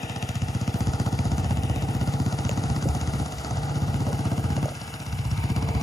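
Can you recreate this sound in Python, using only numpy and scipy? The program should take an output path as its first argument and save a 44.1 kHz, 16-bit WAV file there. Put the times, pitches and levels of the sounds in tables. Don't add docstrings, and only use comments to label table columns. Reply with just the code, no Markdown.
import sys
import numpy as np
from scipy import signal
from scipy.fft import rfft, irfft, next_fast_len
from scipy.io import wavfile
from scipy.ndimage import uniform_filter1d, map_coordinates

SR = 44100
rng = np.random.default_rng(int(sys.argv[2]) if len(sys.argv) > 2 else 0)


def field_ratio(decibels):
    return 10 ** (np.asarray(decibels, dtype=float) / 20)


def generate_wav(signal):
    frames = np.transpose(np.atleast_2d(signal))
    scaled = np.clip(frames, -1, 1) * 32767
    pcm = np.round(scaled).astype(np.int16)
    wavfile.write(sys.argv[1], SR, pcm)


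N = 256662

# t/s, level/dB
CHURN = [(0, -2), (2.5, -0.5), (3.2, 1.5), (3.7, -2.5), (4.3, 0.5), (5.0, -1), (5.82, -2.5)]
# f/Hz, level per Hz/dB
HISS = [(6000, -120), (7400, -3), (8300, 0), (9500, -2), (10700, 0), (11900, -4), (12800, -5), (13600, -10),
        (15000, -8), (15700, -12), (15900, -45), (16300, -50)]
# t/s, level/dB
SPRAY = [(0, -77), (.4, -76), (.85, -44), (1.3, -68), (1.6, -70), (1.9, -68), (2.6, -69), (3.1, -48),
         (3.6, -71), (3.9, -43), (4.6, -50.5), (4.9, -73), (5.82, -82)]
# f/Hz, level per Hz/dB
DROPLETS = [(9600, -120), (10200, -6), (10800, -19), (11600, -5), (12600, 5), (13400, -24), (14500, -120)]
# t of the peak/s, peak level/dB, rise/s, fall/s
GUSTS = [(0.022, -49, 0.091, 0.18), (.44, -34, 0.094, 0.077), (0.89, -23.5, 0.047, 0.031),
         (1.14, -32.5, 0.26, 0.055), (1.44, -26.5, 0.24, 0.56), (2.71, -27, 0.18, 0.06),
         (2.9, -24.5, 0.026, 0.094), (3.08, -30, 0.24, .2), (3.24, -31, 0.26, 0.011),
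         (3.39, -32.5, 0.059, 0.07), (3.55, -27.5, 0.076, 0.091), (3.86, -28.5, 0.055, .2),
         (4.36, -47, 0.27, 0.13), (4.53, -22.5, 0.073, 0.016), (4.651, -43, 0.045, 0.043),
         (4.94, -38.5, 0.2, 0.063), (5.12, -31, 0.031, 0.15), (5.272, -28.5, .08, 0.08),
         (5.43, -30, 0.15, 0.077), (5.79, -25.5, 0.29, 0.0078)]
# f/Hz, level per Hz/dB
BUFFET = [(18, -120), (25, -56), (45, -22), (70, 4.5), (110, -7.5), (200, -3.5), (350, -23), (600, -120)]
# t/s, peak level/dB, f/Hz, time to fade by 60 dB/s, snap level/dB
TICKS = [(2.4937, -16.5, 600, 0.022, -59.5), (2.4930, -16.5, 7100, 0.0036, -28),
         (2.4931, -9, 2720, 0.0033, -22.5), (2.5025, -28, 6500, .008, -59), (2.5225, -43, 6540, .008, -60),
         (2.856, -17, 303, 0.053, -53), (2.857, -27, 547, 0.089, -43), (0.033, -22.5, 2580, 0.024, -54),
         (.2255, -18.5, 2710, 0.0074, -34.5), (1.189, -20.5, 2360, 0.011, -41),
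         (2.866, -4, 135, 0.036, -69), (4.08, -30.5, 568, 0.15, -60), (4.103, -25.5, 488, 0.056, -59.5),
         (4.125, -32, 940, 0.045, -56), (4.577, -21, 600, 0.022, -60), (4.657, -15.5, 590, 0.021, -31),
         (4.657, -28.5, 6500, 0.0081, -60), (2.888, -26, 5850, .005, -31), (.161, -22, 2490, 0.0079, -38),
         (2.485, -34, 6600, .012, -60), (4.683, -19.5, 650, 0.016, -48), (4.719, -25, 616, 0.019, -60)]

# t/s, firings so far
CRANK = [(-.0321, 0), (.4849, 8), (.9998, 16), (1.5087, 24), (2.0128, 32), (2.5135, 40), (3.0132, 48),
         (3.5095, 56), (4.0054, 64), (4.5041, 72), (5.0025, 80), (5.5016, 88), (5.9373, 95)]
# t/s, load/dB
LOAD = [(0, 0), (.8, 0.5), (1.8, -0.5), (2.05, 0.5), (2.4, -0.5), (2.6, 0), (3.0, -3.5), (3.24, -0.2),
        (3.7, -2), (4.0, -0.5), (4.3, -0.5), (4.45, -1), (4.62, -0.5), (5.6, 1), (5.72, -2.5), (5.82, 1.7)]
# t/s, aspect 0-3
HEADING = [(0, 0), (1.2, 1.13), (1.7, 0), (2.4, 1.4), (3.5, 1.22), (3.9, 1.34), (4.7, 1.66), (5.82, 3)]
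# f/Hz, width/Hz, level/dB, sign, times the gas passes it
MUFFLER = [(104.3, 47, 0, 1, 2), (125, 119, -8.9, -1, 1), (250, 123, -13, 1, 1), (55, 19, -16.1, 1, 1)]
# t/s, level/dB
TAIL_PIPE = [(0, -3), (.3, -5), (.6, -6), (.9, -3), (1.2, 2), (2.5, 3), (4, 5), (5.82, 3.5)]
# delay after firing/s, level/dB
RETURN_WAVE = (.0193, -15)
# f/Hz, width/Hz, depth 0-1
MIRROR = [
    (160, 4.3, 0.46),
    (184.6, 3.7, 0.95),
]
MIRROR_S = (0.82, 3)
# f/Hz, level per Hz/dB
LOW_KNOCK = [(250, -120), (400, 4), (800, 8), (1000, -6), (1400, -30), (2500, -120)]
# t/s, level/dB
COMBUSTION = [(0, -42), (.25, -35.5), (.4, -40.5), (.55, -40), (1.05, -40.5), (1.5, -43.5), (2.5, -42.5),
              (2.78, -43), (3.04, -43), (3.55, -43.5), (3.8, -52.5), (4.3, -50.5), (4.55, -44), (4.85, -46),
              (5.2, -42), (5.57, -38.5), (5.82, -47)]
# t/s, level/dB
CRISP = [(0, 0.5), (1.2, 1.5), (3.4, 4), (4.8, -3), (5.2, -16), (5.82, -15)]
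HEAD_HZ = (4200, 4800, 5500)
# t/s, level/dB
HEAD_SEEN = [(0, -62.5), (4.7, -56.5), (5.0, -51.5), (5.3, -53.5), (5.82, -52)]
# t/s, level/dB
RATTLE = [(0, -41), (.2, -42.5), (.5, -42.5), (2.0, -43), (3.0, -41), (5.06, -43.5), (5.82, -38.5)]
# f/Hz, level per Hz/dB
ASPECTS = [
    [(1050, -4), (1400, 0.5), (1650, 4), (2100, 2.5), (2400, 5), (2800, 6), (3400, -1), (3800, 0),
     (4200, -17), (4750, -8), (5500, -7), (6000, -8.5), (6500, -7.5), (7400, -8)],
    [(1050, 3), (1400, 6.5), (1650, 2), (2100, -0.5), (2400, -4.5), (2800, -3.5), (3400, -1.5),
     (3800, -3.5), (4200, -7), (4750, -1), (5500, -8), (6000, -7), (6500, -2.5), (7400, -7)],
    [(1050, 2.5), (1400, 2.5), (1650, 2), (2100, -1), (2400, 1.5), (2800, 3), (3400, -5.5), (3800, -0.5),
     (4200, -11.5), (4750, -6.5), (5500, -5), (6000, -9.5), (6500, -6), (7400, -7.5)],
    [(1050, 11), (1400, -9), (1650, -5), (2100, -1), (2400, 3), (2800, -5.5), (3400, -8), (3800, -3.5),
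     (4200, -12), (4750, -3.5), (5500, -15), (6000, -17), (6500, -11.5), (7400, -13)],
]
# f/Hz, level per Hz/dB
CASING = [(150, 2), (200, 0), (260, 5.5), (323, -4), (385, -7.5), (450, -8), (540, -9), (680, -1.5),
          (802, 1), (1010, -12), (1200, -13), (1560, -25.5), (2640, -120)]
# f/Hz, width/Hz, level/dB
PANEL = [(925, 71, 2.5), (747, 45, -4.5), (2370, 140, -1.5)]
# t/s, level/dB
PANEL_SEEN = [(0, -59), (4.6, -57), (5.15, -54), (5.4, -43.5), (5.82, -54)]
# multiple of the firing rate, level against the casing at start/dB, at end/dB
GEARS = [(28, -10, -7), (29, -25, -11), (31, -9, -18), (50, -22, -13), (51, -13, -11), (19, -12, -12)]

# t/s, depth/dB, hold/s, release/s
BASS_GUARD = [
    (-.1, 6.5, 0.21, 0.23),
    (3.245, 12, 0.069, 0.21),
    (4.652, 11.5, 0.34, 0.19),
]
# t/s, depth/dB, hold/s, release/s
MID_GUARD = [
    (-.1, 2.7, .3, .15),
    (.25, 3.9, 0.27, .2),
    (3.23, 5, 0.015, 0.082),
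    (4.64, 7.9, .6, .3),
]
# f/Hz, lead of the right/radians
LEAD = [(300, .27), (400, -.3), (1100, -2), (1220, -.5), (1650, -3.1), (2000, -7), (2400, -9.3),
        (2700, -7.5), (3350, -9.4), (4000, -11.6), (4700, -12.1), (7300, -12.4), (8300, -9.42),
        (15800, 3.14)]
# f/Hz, level/dB
SHADE = [(20, .8), (80, 0), (160, -1.2), (250, -1), (400, 2.5), (950, 2.5), (1120, -8), (1300, 0),
         (1650, 1), (1900, -6), (2550, -9), (2950, -3), (3280, -11), (3700, -5), (4500, -3), (5800, 0)]
# f/Hz, likeness 0-1
ALIKE = [(30, .93), (70, .99), (150, .999), (500, .85), (900, .96), (2000, .9), (4000, .9), (5000, .91),
         (8000, .92), (12000, .97)]
# t/s, stretch of the port pattern
TURN = [(0, 0.97), (.6, 1.02), (2, 1.015), (4, 1.045), (4.4, 1.094), (5.0, 1.105), (5.5, 1.14),
        (5.82, 1.15)]
# f/Hz, shift/radians
ROUND = [(2000, 0), (2400, -1.3), (2700, -5.4), (3050, -6.4), (3220, -4.6), (3550, -5.6),
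         (4000, -2 * np.pi)]
# t/s, share 0-1
BENT = [(1.0, 0.94), (1.6, 0.0043), (3.8, 0.14), (4.2, 1)]
# f/Hz, level/dB
SPARED = [(4700, 12), (5600, 8), (7500, 7), (8300, 14), (9300, 7), (12000, 6), (15000, 6)]
SHARP_S = [.225, .29, .355, 1.0, 1.38, 1.76, 1.82, 1.945, 2.07, 2.135, 2.49, 2.888, 5.125, 5.31, 5.56]
# start/s, end/s, f above which/Hz
TOP_LOST = [(2.33, 2.4, 14200), (2.62, 2.76, 13500), (3.02, 3.3, 13600), (3.45, 3.53, 13400),
            (4.22, 4.29, 13300), (4.56, 4.62, 13800)]


def unit(x):
    return x / np.sqrt(np.mean(x ** 2) + 1e-20)


def along(points, hz):
    f, v = np.transpose(points)
    return np.interp(np.log(hz + 1), np.log(f + 1), v)


def curve(rows):
    s, value = np.transpose(rows)
    return np.interp(np.arange(N) / SR, s, value)


def wobble(rate):
    return map_coordinates(rng.standard_normal(int(N * rate / SR) + 4), [np.arange(N) * rate / SR])


def filtered(x, response):
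    m = next_fast_len(N + SR // 2)
    return irfft(rfft(x, m) * response(np.fft.rfftfreq(m, 1 / SR)), m)[..., :N]


def noise(spectrum, gate):
    return unit(filtered(gate * rng.standard_normal(N), lambda hz: field_ratio(along(spectrum, hz))))


def mode(f, hz, width):
    return 1j * f * width / (hz * hz - f * f + 1j * f * width)


def late(f, s):
    return np.exp(-2j * np.pi * f * s)


def clicks(cycles):
    return np.diff(np.floor(cycles), prepend=0)


def luck(cycles, spread_db):
    return spread_db * rng.standard_normal(100)[cycles.astype(int)]


def patchy(x, depth_db):
    z = signal.stft(x, nperseg=512)[2]
    gain = uniform_filter1d(rng.standard_normal(z.shape), size=5, axis=0)
    gain = uniform_filter1d(gain, size=9, axis=1)
    return unit(signal.istft(z * field_ratio(depth_db * unit(gain)), nperseg=512)[1][:N])


def field():
    firings = curve(CRANK)
    shake = 1 + 0.1 * np.cos(2 * np.pi * (firings - .15)) + 0.19 * np.cos(4 * np.pi * (firings + 0.13))
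    churn = field_ratio(-49 + curve(CHURN) + 0.69 * wobble(40)) * patchy(noise(HISS, 1), depth_db=2.0)
    spray = field_ratio(curve(SPRAY) + 1.0 * wobble(25)) * patchy(noise(DROPLETS, 1), depth_db=15.0)
    return shake * (churn + spray)


def wind():
    t = np.arange(N) / SR
    puffs = [db - 10 * np.where(t < s, (s - t) / rise, (t - s) / fall) for s, db, rise, fall in GUSTS]
    level_db = np.max(puffs, 0).clip(-60) + 0.72 * wobble(8.1)
    air = noise(BUFFET, 1)
    steady = air / np.sqrt(.1 + abs(uniform_filter1d(air ** 2, size=1800)))
    return field_ratio(level_db) * unit(filtered(steady, lambda hz: 1 / (1 + (hz / 130) ** 4)))


def grip():
    out, t = np.zeros(N + SR), np.arange(SR // 10) / SR
    for s, db, hz, t60, snap_db in TICKS:
        ring = field_ratio(db - 60 * t / t60) * np.sin(2 * np.pi * hz * t) * (1 - np.exp(-t * hz * 3))
        snap = field_ratio(snap_db - 60 * t / 0.0018) * rng.standard_normal(len(t))
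        out[round(s * SR):][:len(t)] += ring + snap
    return out[:N]


def guard(rows, grab_s, lag_s=0):
    t = np.arange(N) / SR
    return sum(np.interp(t, np.cumsum([s, grab_s, hold + lag_s, release]), [0, -db, -db, 0])
               for s, db, hold, release in rows)


def over_water(x):
    early, later = [filtered(x, lambda f: 1 - depth * mode(f, hz, width)) for hz, width, depth in MIRROR]
    share = np.interp(np.arange(N) / SR, MIRROR_S, [0, 1])
    return (1 - share) * early + share * later


def exhaust(firings, strength):
    kicks = clicks(firings) * strength * SR / 16
    return_s, return_db = RETURN_WAVE

    def muffler(f):
        chambers = sum(sign * field_ratio(db) * mode(f, hz, w) ** passes for hz, w, db, sign, passes in MUFFLER)
        return chambers * (late(f, .0003) - field_ratio(return_db) * late(f, return_s))

    thump = filtered(kicks, muffler)
    thump += filtered(kicks, lambda f: field_ratio(-24) * mode(f, 296, 90) * late(f, .0165))
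    drone_db = curve(TAIL_PIPE) + 1.5 * wobble(7)
    drone = field_ratio(drone_db) * np.cos(2 * np.pi * 9 * (firings + .017) + .25 * wobble(7))
    return unit(thump + drone)


def guarded_exhaust(firings):
    strength = field_ratio(luck(firings, 1.0))
    pipe = field_ratio(-25.5 + curve(LOAD)) * unit(over_water(exhaust(firings, strength)))
    upper = filtered(pipe, lambda hz: 1 - 1 / (1 + (hz / 172) ** 8))
    grab_s, upper_lag_s = 0.032, 0.28
    upper_db = guard(BASS_GUARD, grab_s, upper_lag_s) + luck(firings + .1, 1.15)
    return field_ratio(guard(BASS_GUARD, grab_s)) * (pipe - upper) + field_ratio(upper_db) * upper


def metal(gate, body_db, crack=0):
    heading = curve(HEADING)
    source = gate * rng.standard_normal(N) + crack

    def edge(hz):
        body = field_ratio(body_db) + (1 - field_ratio(body_db)) / (1 + (4100 / (hz + 1)) ** 8)
        return body / (1 + (950 / (hz + 1)) ** 12) / (1 + (hz / 7600) ** 16)

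    sides = [filtered(source, lambda hz: field_ratio(along(side, hz)) * edge(hz)) for side in ASPECTS]
    return unit(sum(np.clip(1 - abs(heading - k), 0, 1) * side for k, side in enumerate(sides)))


def blow(since, peak_s, spread_s):
    return np.exp(-.5 * ((since - peak_s) / spread_s) ** 2)


def stroke(since, size, depth, fall_s):
    return 1 + depth * size * since / fall_s * np.exp(1 - since / fall_s)


def knocks(lead, since, size, casing_db):
    knock_db = curve(COMBUSTION)
    burst = size * (blow(since, 0.0049, 0.0017) + 0.3 * blow(since, 0.015, 0.0022))
    low = field_ratio(casing_db - 12.5) * noise(LOW_KNOCK, burst)
    crack = 8 * size * clicks(lead - .075)
    knock = metal(burst, body_db=-4.5, crack=crack)
    top = filtered(knock, lambda hz: 1 - 1 / (1 + (hz / 5400) ** 12))
    tilt_db = luck(lead, 0.35)
    bright = field_ratio(knock_db - 5.0) * (field_ratio(-tilt_db) * (knock - top) + field_ratio(curve(CRISP) + tilt_db) * top)
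    hiss = field_ratio(knock_db - 19.5 + 0.83 * wobble(14)) * noise(HISS, size * blow(since, .0048, 0.0016))
    return low + bright + hiss


def bark(lead, size, casing_db):
    level_db = casing_db - 14.5 + 2 * curve(HEADING)
    response = lambda hz: mode(hz, 820, 330) ** 2 * late(hz, 0.00221)
    return field_ratio(level_db) * unit(filtered(clicks(lead) * np.sqrt(size), response))


def head_ping(lead, since):
    strength = field_ratio(1.4 * rng.standard_normal((len(HEAD_HZ), 100))[:, lead.astype(int)])
    struck = strength * blow(since, 0.005, 0.0027) * rng.standard_normal(N)
    ping = sum(filtered(hit, lambda hz: mode(hz, c, 1100) ** 2) for hit, c in zip(struck, HEAD_HZ))
    return field_ratio(curve(HEAD_SEEN)) * unit(ping)


def rattle(firings, since, size):
    valves = 1 + 0.074 * np.cos(2 * np.pi * (firings - .1)) + 0.088 * np.cos(4 * np.pi * (firings + 0.11))
    level_db = curve(RATTLE) + 1 + 0.89 * wobble(40)
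    return field_ratio(level_db) * metal(stroke(since, size, 0.14, 0.0075) * valves, body_db=0.5)


def casing(firings, lead, since, size, casing_db):
    gate = stroke(since, size, 0.059, 0.003) * (1 + 0.11 * np.cos(2 * np.pi * (firings - .15)))
    hum = field_ratio(casing_db + 1.4 + 0.77 * wobble(34)) * noise(CASING, gate)
    t = np.arange(SR // 10) / SR
    ring = rng.standard_normal(len(t)) * np.exp(-t / 0.013)
    answer = signal.fftconvolve(clicks(lead) * size, ring)[:N]
    colour = lambda hz: field_ratio(along(CASING, hz)) * late(hz, 0.00498) / (1 + (380 / (hz + 1)) ** 8)
    return hum + field_ratio(casing_db - 7) * unit(filtered(answer, colour))


def side_panel(since, size):
    response = lambda hz: sum(field_ratio(db) * mode(hz, c, w) ** 2 for c, w, db in PANEL)
    shaken = stroke(since, size, 0.19, 0.0037) * rng.standard_normal(N)
    return field_ratio(curve(PANEL_SEEN)) * unit(filtered(shaken, response))


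def gears(firings, casing_db):
    out = np.zeros(N)
    for order, first_db, last_db in GEARS:
        level_db = casing_db + np.linspace(first_db, last_db, N) + .9 * wobble(5)
        out += field_ratio(level_db) * np.sin(2 * np.pi * order * (firings - .42) + .25 * wobble(5))
    return out


def engine():
    firings = curve(CRANK)
    casing_db = -37.5 + 0.045 * curve(LOAD) + guard(MID_GUARD, grab_s=0.13)
    lead = firings + 0.0701
    since = lead % 1 / 16
    size = field_ratio(luck(lead, .8))
    out = guarded_exhaust(firings)
    out += knocks(lead, since, size, casing_db)
    out += bark(lead, size, casing_db)
    out += head_ping(lead, since)
    out += rattle(firings, since, size)
    out += casing(firings, lead, since, size, casing_db)
    out += side_panel(since, size)
    return out + gears(firings, casing_db)


def ports(x):
    hz, t, left = signal.stft(x, SR, nperseg=512)
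    column = hz[:, None]
    stretch = np.interp(t, *np.transpose(TURN))
    moves = np.interp(column, [1200, 1600, 1850, 2200, 4000, 6000, 9000, 12000], [0, 1, 1, .7, .2, 0, 0, .2])
    opening_db = 40 * (stretch - 1.02).clip(0) * np.exp(-.5 * ((column - 2500) / 600) ** 2)
    seen = column / (1 + (stretch - 1) * moves)
    alike = np.clip(along(ALIKE, seen), 0, 1)
    bent = np.interp(t, *np.transpose(BENT)).clip(0, 1)
    detour = np.exp(1j * np.interp(seen, *np.transpose(ROUND)))
    shift = np.exp(1j * np.interp(seen, *np.transpose(LEAD))) * (1 - bent + bent * detour)
    scatter = np.exp(2j * np.pi * rng.random(left.shape))
    right = left * field_ratio(along(SHADE, seen) + opening_db) * (alike * shift + np.sqrt(1 - alike ** 2) * scatter)
    return signal.istft(np.array([left, right]), SR, nperseg=512)[1][:, :N]


def scene():
    return ports(engine() + field() + wind() + grip())


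def thin_treble(x, faint_db):
    frames = dict(fs=SR, window="cosine", nperseg=2048, noverlap=1024)
    hz, t, z = signal.stft([x[0] + x[1], x[0] - x[1]], **frames)
    column = hz[:, None]
    band = np.arange(len(hz)).clip(0, len(hz) - 2) // 16
    power = np.add.reduceat(abs(z) ** 2, np.arange(0, len(hz) - 1, 16), axis=1)
    level = 10 * np.log10(power + 1e-20)
    level = level + 1.6 * rng.standard_normal(level.shape)
    sharp = abs(t[:, None] - SHARP_S).min(1) < .014
    strong = abs(z) ** 2 > 0.51 / 16 * 10 ** (level[:, band] / 10)
    z = z * (strong | (column < 6500) | sharp)
    keep = (level > level[::-1] - along(SPARED, hz[8::16])[:, None]) | sharp
    keep = keep & (level > level[0, 13:21].mean(0) - faint_db)
    near = uniform_filter1d(abs(z) ** 2, size=7, axis=1)
    drowned = (near[0] < near[1] * field_ratio(-2 * 12)) & ((column > 1400) & (column < 2800))
    for start, end, top_hz in TOP_LOST:
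        drowned = drowned | ((column > top_hz) & (t > start) & (t < end))
    spill = 0.13 * z[1] * sharp * (column > 11000)
    z = z * np.array([~drowned, drowned | True]) + np.array([spill, 0 * spill])
    sharp_top = sharp & ((column > 11000) & (column < 15700))
    kept = z * (keep[:, band] | (column < 4400) | sharp_top)
    mid, side = signal.istft(kept, **frames)[1][:, :N]
    return np.array([mid + side, mid - side]) / 2


def band_limit(x):
    return signal.sosfilt(signal.butter(12, 16320, fs=SR, output="sos"), x)


def record(dry):
    cut = filtered(dry, lambda hz: (hz < 16300) / (1 + (44 / (hz + 1)) ** 4))
    mix = thin_treble(cut, faint_db=14.5)
    return band_limit(mix)


dry = scene()
out = record(dry)
generate_wav(out)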